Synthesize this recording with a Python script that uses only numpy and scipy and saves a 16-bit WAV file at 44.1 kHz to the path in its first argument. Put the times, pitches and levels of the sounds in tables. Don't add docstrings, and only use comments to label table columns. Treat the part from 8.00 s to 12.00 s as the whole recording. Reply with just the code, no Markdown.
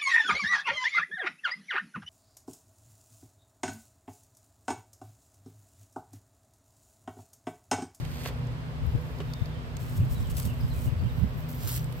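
import sys
import numpy as np
from scipy import signal
from scipy.fft import rfft, irfft
from scipy.io import wavfile
from scipy.ndimage import map_coordinates

SR = 44100
rng = np.random.default_rng(int(sys.argv[2]) if len(sys.argv) > 2 else 0)


def to_wav(sig):
    pcm = np.clip(np.atleast_2d(sig), -1, 1) * 32767
    pcm = np.round(pcm).astype(np.int16)
    wavfile.write(sys.argv[1], SR, pcm.T)


N = 176400
T = np.arange(N) / SR
FREQS = np.maximum(np.arange(N // 2 + 1) * SR / N, 1)
SIDES = np.array([[1], [-1]])


def from_db(db):
    return 10 ** (np.asarray(db) / 20)


def unit_power(x):
    return x / np.sqrt(np.mean(x ** 2) + 1e-20)


def level(rows):
    return from_db(np.interp(T, *np.transpose(rows)))


def at_hz(rows):
    hz, values = np.transpose(rows)
    return np.interp(np.log(FREQS), np.log(hz), values)


def pan(db):
    return from_db(SIDES * db / 2)


def white():
    return rng.standard_normal((2, N))


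def drift(rate_hz):
    step, warm_up = 40, 2000
    r = np.exp(-2 * np.pi * rate_hz * step / SR)
    noise = rng.standard_normal(N // step + warm_up + 2)
    slow = signal.lfilter([1], [1, -2 * r, r * r], noise)[warm_up:]
    return np.interp(np.arange(N) / step, np.arange(len(slow)), unit_power(slow))


def colour(x, spectrum, likeness=((1, 0),), balance=((1, 0),)):
    low_cut = 1 + (spectrum[0][0] / FREQS) ** 8
    high_cut = 1 + (FREQS / spectrum[-1][0] / 1.3) ** 8
    gain = from_db(at_hz(spectrum)) / np.sqrt(low_cut * high_cut)
    alike = at_hz(likeness)
    mid, side = rfft(x) * gain
    stereo = np.sqrt(1 + alike) * mid + np.sqrt(1 - alike) * side * SIDES
    return unit_power(irfft(stereo * pan(at_hz(balance)), N))


def envelope(start, attack, hold, release):
    rise = np.clip((T - start) / attack, 0, 1)
    return rise * np.exp(-np.clip((T - start - hold) / release, 0, 40))


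def resonate(x, hz, width_hz):
    r = np.exp(-np.pi * width_hz / SR)
    return unit_power(signal.lfilter([1, 0, -1], [1, -2 * r * np.cos(2 * np.pi * hz / SR), r * r], x))


def even(x):
    wave = signal.hilbert(x)
    return unit_power(wave.real / np.sqrt(np.abs(wave) ** 2 + .2))


# frequency in Hz, relative strength in dB.
AIR_TONE = [(50, -2), (65, -0.5), (125, -6.5), (165, -7), (190, -15.5), (245, -12), (320, -20),
            (440, -18.5), (620, -21), (800, -24), (1000, -22.5), (1600, -27), (3000, -32), (5000, -38.5),
            (6200, -45.5), (8500, -46.5), (10000, -53), (13000, -49), (15600, -70)]
# frequency in Hz, likeness (1 same, 0 unrelated, -1 opposite).
AIR_LIKENESS = [(100, 0.56), (300, 0.57), (650, 0.56), (1300, -0.28), (2500, -0.18), (5000, -0.085),
                (12000, -0.084)]
# frequency in Hz, pan in dB.
AIR_PAN = [(200, 0), (1200, 0.5), (2800, -4), (5000, 2), (9000, 4), (13000, -8)]
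def outdoor_air():
    return from_db(-39) * colour(white(), AIR_TONE, AIR_LIKENESS, AIR_PAN)


# pitch in Hz, base level in dB.
HUM_NOTES = [(123.6, -40), (154, -42.5), (245.5, -52), (276, -75), (489, -61), (593, -66.5)]
# time in seconds, change of level in dB.
HUM_SWELL = [(0, 2.5), (.27, -4.5), (.45, 1), (1.1, -2), (1.3, 2), (1.6, -7.5), (1.9, 2), (2.4, -1),
             (3.4, 0), (4, -1)]
def machine():
    out = 0
    for hz, db in HUM_NOTES:
        phase = 2 * np.pi * hz * T + 0.78 * drift(2) + 0.085 * drift(0.33) * SIDES
        waver_db = 3 * drift(3.4)
        out += np.sqrt(2) * level(HUM_SWELL) * from_db(db + waver_db) * np.sin(phase)
    return out


# start and length in seconds, first and last pitch in Hz, relative level in dB.
CHIRPS = [(1.236, 0.28, 3720, 3520, -67), (1.486, 0.058, 3350, 3710, -66), (1.53, 0.06, 3150, 3180, -66),
          (1.99, .04, 2950, 2470, -61.5), (2.143, 0.057, 4290, 3480, -62.5), (2.227, .06, 3730, 2730, -63),
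          (2.472, 0.058, 2800, 2724, -58), (2.745, .04, 2650, 2380, -61), (2.89, .035, 2650, 2360, -67),
          (2.599, 0.027, 5170, 4780, -60), (2.625, 0.023, 5180, 4920, -64), (2.697, 0.042, 4560, 3610, -61),
          (2.861, 0.025, 2910, 2890, -60), (2.99, 0.017, 4530, 4660, -62), (3.045, 0.039, 3020, 2650, -62),
          (3.087, 0.026, 3740, 3570, -64)]
def birds():
    song, warble_hz = 0, 90 * drift(70)
    for start, length, first_hz, last_hz, db in CHIRPS:
        progress = np.clip((T - start) / length, 0, 1)
        hz = first_hz + (last_hz - first_hz) * progress + warble_hz
        song += from_db(db) * np.sin(np.pi * progress) * np.sin(2 * np.pi * np.cumsum(hz) / SR)
    fade_s = 0.055
    tail = white()[:, :SR // 2] * np.exp(-T[:SR // 2] / fade_s) / np.sqrt(fade_s * SR / 2)
    echoes = signal.fftconvolve(song[None], tail, axes=1)[:, :N]
    return pan(-3) * (from_db(6) * song + from_db(8) * echoes)


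# middle in seconds, peak level in dB, width in seconds, pitch in Hz,
# port (0 left, 1 right).
BUFFETS = [(0.059, -40, 0.15, 124, 0), (0.834, -25, 0.03, 107.4, 0), (0.878, -19.5, 0.022, 75, 0),
           (0.952, -17, 0.015, 109, 0), (.951, -30.5, 0.0079, 270, 0), (1.421, -16, 0.0098, 113, 0),
           (1.822, -30, 0.026, 99, 0), (2.0, -19, 0.022, 85, 0), (2.036, -24, .024, 129, 0),
           (2.016, -22.5, 0.067, 93.8, 1), (2.107, -23, 0.018, 70, 0), (2.203, -19, 0.01, 91, 1),
           (2.171, -33, 0.01, 198, 1), (2.23, -27, 0.015, 168, 0), (2.314, -30, 0.053, 76.5, 1),
           (2.459, -29.5, 0.0135, 209, 1), (2.471, -24.5, 0.032, 111, 1), (2.643, -23, 0.02, 110, 0),
           (2.644, -19.5, 0.014, 124, 1), (2.766, -30.5, 0.062, 81.3, 0), (2.86, -28, 0.021, 100, 1),
           (2.879, -16, 0.013, 130, 0), (2.929, -18.5, 0.012, 103, 0), (3.006, -25.5, 0.05, 89, 0),
           (3.036, -31.5, 0.019, 179, 1), (3.057, -21.5, 0.025, 118.6, 1), (3.189, -22, 0.016, 113, 1),
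           (3.229, -16.5, 0.012, 117, 1), (3.24, -18, 0.01, 184, 1), (3.247, -30.5, 0.088, 58, 1),
           (3.37, -27, 0.031, 106, 0), (3.635, -30.5, 0.04, 122, 0), (3.652, -26.5, 0.028, 98, 1)]
# time in seconds, level in dB.
BREEZE_LEVEL = [(0, -34.5), (.3, -44.5), (.7, -43.5), (.88, -33), (1.1, -39), (1.6, -40.5), (1.85, -40.5),
                (2.05, -32), (2.5, -33), (3.2, -33), (3.5, -41.5), (3.8, -36), (4, -41)]
# frequency in Hz, relative strength in dB.
BREEZE_TONE = [(33, -19), (42, -11.5), (54, 1.5), (85, 0), (140, -7.5), (220, -21), (400, -40)]
def wind():
    swirls, wander = np.zeros((2, N)), 1.01 * drift(32.9)
    for middle, db, width, hz, port in BUFFETS:
        near = np.abs(T - middle) < 3 * width
        t = T[near] - middle
        swing = np.sqrt(2) * np.sin(2 * np.pi * (hz * t + rng.random()) + wander[near])
        swell = np.exp(-2 * np.log(2) * (t / width) ** 2)
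        swirls[port, near] += from_db(db) * swell * swing
    rumble = colour(white(), BREEZE_TONE, likeness=[(50, 0.077), (200, 0.15)])
    return swirls + level(BREEZE_LEVEL) * rumble


# start in seconds, crunch level in dB, fade in seconds, thud pitch in Hz,
# dB by which the thud is louder than the crunch.
KNOCKS = [(.252, -41, .0075, 470, -0.5), (.258, -33, 0.0042, 546, -2.5), (0.274, -46, 0.015, 560, -8),
          (0.286, -45.5, 0.02, 516, 1.5), (0.954, -55, 0.0052, 406, 11.5), (0.975, -56.5, 0.011, 483, 10),
          (1.202, -39, 0.0099, 453, 1.5)]
# frequency in Hz, relative strength in dB.
CRUNCH_TONE = [(400, 2), (620, 5.5), (850, -12), (1100, 2.5), (1500, -1.5), (2800, -3), (4500, -15),
               (7000, -33)]
def knocks_and_steps():
    crunch = even(colour(white(), CRUNCH_TONE, likeness=[(600, 0.81), (3000, 0.29)]))
    out, noise, rise_s = 0, white()[0], 0.00074
    for start, db, fade, hz, thud_db in KNOCKS:
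        ring = even(resonate(noise, hz, width_hz=57))
        thud = from_db(thud_db) * ring * envelope(start, 2 * rise_s, fade, fade)
        out += from_db(db) * (thud + crunch * envelope(start, rise_s, 2 * rise_s, fade))
    return out


# start in seconds, level in dB, ring pitch in Hz, pan in dB.
TICKS = [(.05, -47, 2700, -19), (.47, -55.5, 7000, 2), (.865, -54, 13000, 3), (1.012, -59, 12500, 5),
         (1.07, -59, 12500, 3), (1.185, -49, 4000, -2), (1.335, -37.5, 4770, 0.5), (1.457, -45, 4350, 4),
         (1.767, -39, 7100, 1), (1.83, -54, 12900, 5), (2.271, -49, 7440, 3), (2.368, -42.5, 4900, 0),
         (2.397, -36, 12500, -4), (2.429, -40, 8000, 3), (2.451, -41, 10400, -1), (2.609, -50, 13000, 6),
         (3.529, -49, 8000, -3), (3.627, -47, 7500, -2), (3.681, -46, 5500, -7), (3.761, -31, 11900, -4),
         (3.774, -43.5, 2200, 3), (3.793, -45, 5000, -4), (3.842, -43, 8300, 1), (3.924, -44, 10900, -8)]
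# frequency in Hz, relative strength in dB.
CRACK_TONE = [(2000, 4), (5000, 12.5), (8000, -16), (13000, 8), (15600, -11)]
def ticks():
    out, noise, crack = 0, white(), colour(white(), CRACK_TONE)
    for start, db, hz, pan_db in TICKS:
        hit = resonate(noise, hz, width_hz=1140) + from_db(-5) * crack
        shape = envelope(start, attack=0.0015, hold=0.0015, release=0.0024)
        out += from_db(db) * pan(pan_db) * shape * hit
    return out


def grains(per_s, spread_db):
    big_per_s, big_db, direct_share, scatter_step_hz = 160, 9.5, 0.86, 663
    size_db = spread_db * np.minimum(rng.exponential(1, N), 4)
    clump_db = 0.45 * drift(55)
    small, big = rng.random((2, N)) < np.array([[per_s], [big_per_s]]) / SR
    hits = small * from_db(size_db + clump_db) + big * from_db(big_db)
    clicks = hits * rng.choice([-1, 1], (3, N))
    phase = np.interp(FREQS / scatter_step_hz, np.arange(64), rng.standard_normal(64))
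    direct = irfft(rfft(clicks[0]) * np.exp(.5j * phase * SIDES), N)
    return np.sqrt(direct_share) * direct + np.sqrt(1 - direct_share) * clicks[1:]


# frequency in Hz, pan in dB.
SHOWER_PAN = [(3000, -5), (5000, -3), (9000, 3), (13000, 1.5)]
def shower(tone, per_s, spread_db):
    left, right = grains(per_s, spread_db)
    return colour(np.array([left + right, left - right]), tone, balance=SHOWER_PAN)


# frequency in Hz, the left port's lead in radians.
PORT_PHASE = [(3000, -.7), (5000, 0), (7000, -0.5), (9000, -.9), (10000, 1), (11400, -0.5), (12200, 3.5),
              (13500, 3.5), (14500, 4.5), (15800, 10)]
# time in seconds, extra delay at the left port in seconds.
POT_LAG = [(0, -1.15e-4), (.35, -1.15e-4), (1.85, -1.4e-5), (2.35, 0), (2.85, 4e-6), (3.2, 3.4e-5),
           (4, 3.3e-5)]
def from_pot(x):
    left, right = irfft(rfft(x) * np.exp(.5j * at_hz(PORT_PHASE) * SIDES), N)
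    lag = np.interp(T, *np.transpose(POT_LAG))
    shifted_right = map_coordinates(right, [(T + lag) * SR], order=5, mode="mirror")
    return np.array([left, shifted_right])


# time in seconds, level in dB.
SCOOP_LEVEL = [(0, -50), (.04, -57), (.11, -52.5), (.2, -49), (.288, -40.5), (.303, -61.5), (.45, -67),
               (.7, -83)]
# frequency in Hz, relative strength in dB.
SCOOP_TONE = [(1500, 5), (2900, 0.5), (4400, 2.5), (6000, -3), (8500, -3.5), (10400, -11), (13200, -1.5),
              (15600, -11)]
def scoop():
    return level(SCOOP_LEVEL) * shower(SCOOP_TONE, per_s=4800, spread_db=1.5)


# time in seconds, level in dB.
TRICKLE_LEVEL = [(0, -87), (.81, -73), (.87, -63), (1.2, -62.5), (1.4, -64), (1.6, -74), (1.77, -70),
                 (1.82, -77), (2.05, -59), (2.4, -56.5), (2.62, -57), (2.86, -55), (2.95, -62.5),
                 (3.1, -60.5), (3.19, -56.5), (3.27, -63.5), (3.55, -64), (3.83, -52), (3.87, -62),
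                 (3.94, -59), (4, -56)]
# frequency in Hz, relative strength in dB.
TRICKLE_TONE = [(3000, -3), (5000, -12), (8000, -6), (10000, -15), (12000, -3.5), (13400, .5), (15600, -6)]
def trickle():
    return level(TRICKLE_LEVEL) * pan(-1.5) * shower(TRICKLE_TONE, per_s=3100, spread_db=3.5)


# start, rise, length and fade in seconds, level in dB, pan in dB,
# tilt towards the high notes in dB per octave.
SPILLS = [(1.782, 0.022, 0.15, .02, -53.5, -2, 0.5), (1.928, 0.049, 0.049, .025, -47.5, 1, 0.5),
          (2.09, 0.027, 0.049, 0.018, -47, 0, 1.5), (2.16, 0.03, 0.065, .015, -54, 1, -1),
          (2.293, .008, 0.015, 0.013, -45.5, 1, 0.5), (2.328, 0.032, 0.14, 0.028, -48.5, 0, 0.5),
          (2.366, 0.0027, 0.035, .01, -40, -0.5, 2), (2.44, .008, .018, 0.02, -44.5, 1, 1),
          (2.731, 0.027, 0.14, 0.021, -49.5, -3, 5), (3.36, .02, 0.053, 0.039, -56, -6, 7),
          (3.481, .01, 0.027, 0.1, -47.5, -3, 4.5), (3.562, 0.078, 0.19, .045, -45, -4, 0),
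          (3.669, 0.0066, 0.023, 0.015, -35, 1, 0), (3.693, .015, 0.091, 0.005, -38, -1.5, 2)]
# frequency in Hz, relative strength in dB.
SPILL_TONE = [(1200, 2.5), (2400, -4), (3000, 1.5), (4000, -0.5), (4900, 2), (6400, 0.5), (8200, 3.5),
              (9900, -2.5), (10900, 0), (12000, 1.5), (13400, 7.5), (14600, 4), (15800, 0)]
def spills():
    out, pivot_hz = 0, 10000
    for start, rise, length, fade, db, pan_db, tilt in SPILLS:
        tone = [(hz, strength + tilt * np.log2(hz / pivot_hz)) for hz, strength in SPILL_TONE]
        hiss = shower(tone, per_s=2400, spread_db=1.5)
        out += from_db(db) * pan(pan_db) * envelope(start, rise, length, fade) * hiss
    return out


def scene():
    granules = from_pot(scoop() + trickle() + spills())
    return outdoor_air() + machine() + birds() + wind() + knocks_and_steps() + ticks() + granules


# frequency in Hz, pan in dB.
PORT_PAN = [(6500, -0.5), (8000, -6), (9400, -2.5), (10800, 5), (12200, 4), (13700, 3.5), (15200, 5)]
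def record(dry):
    coloured = irfft(rfft(dry) * pan(at_hz(PORT_PAN)), N)
    rumble_cut = signal.butter(4, 28, "high", fs=SR, output="sos")
    hiss_cut = signal.ellip(12, .1, 80, 15850, fs=SR, output="sos")
    return signal.sosfilt(hiss_cut, signal.sosfilt(rumble_cut, coloured))


dry = scene()
out = record(dry)
to_wav(out)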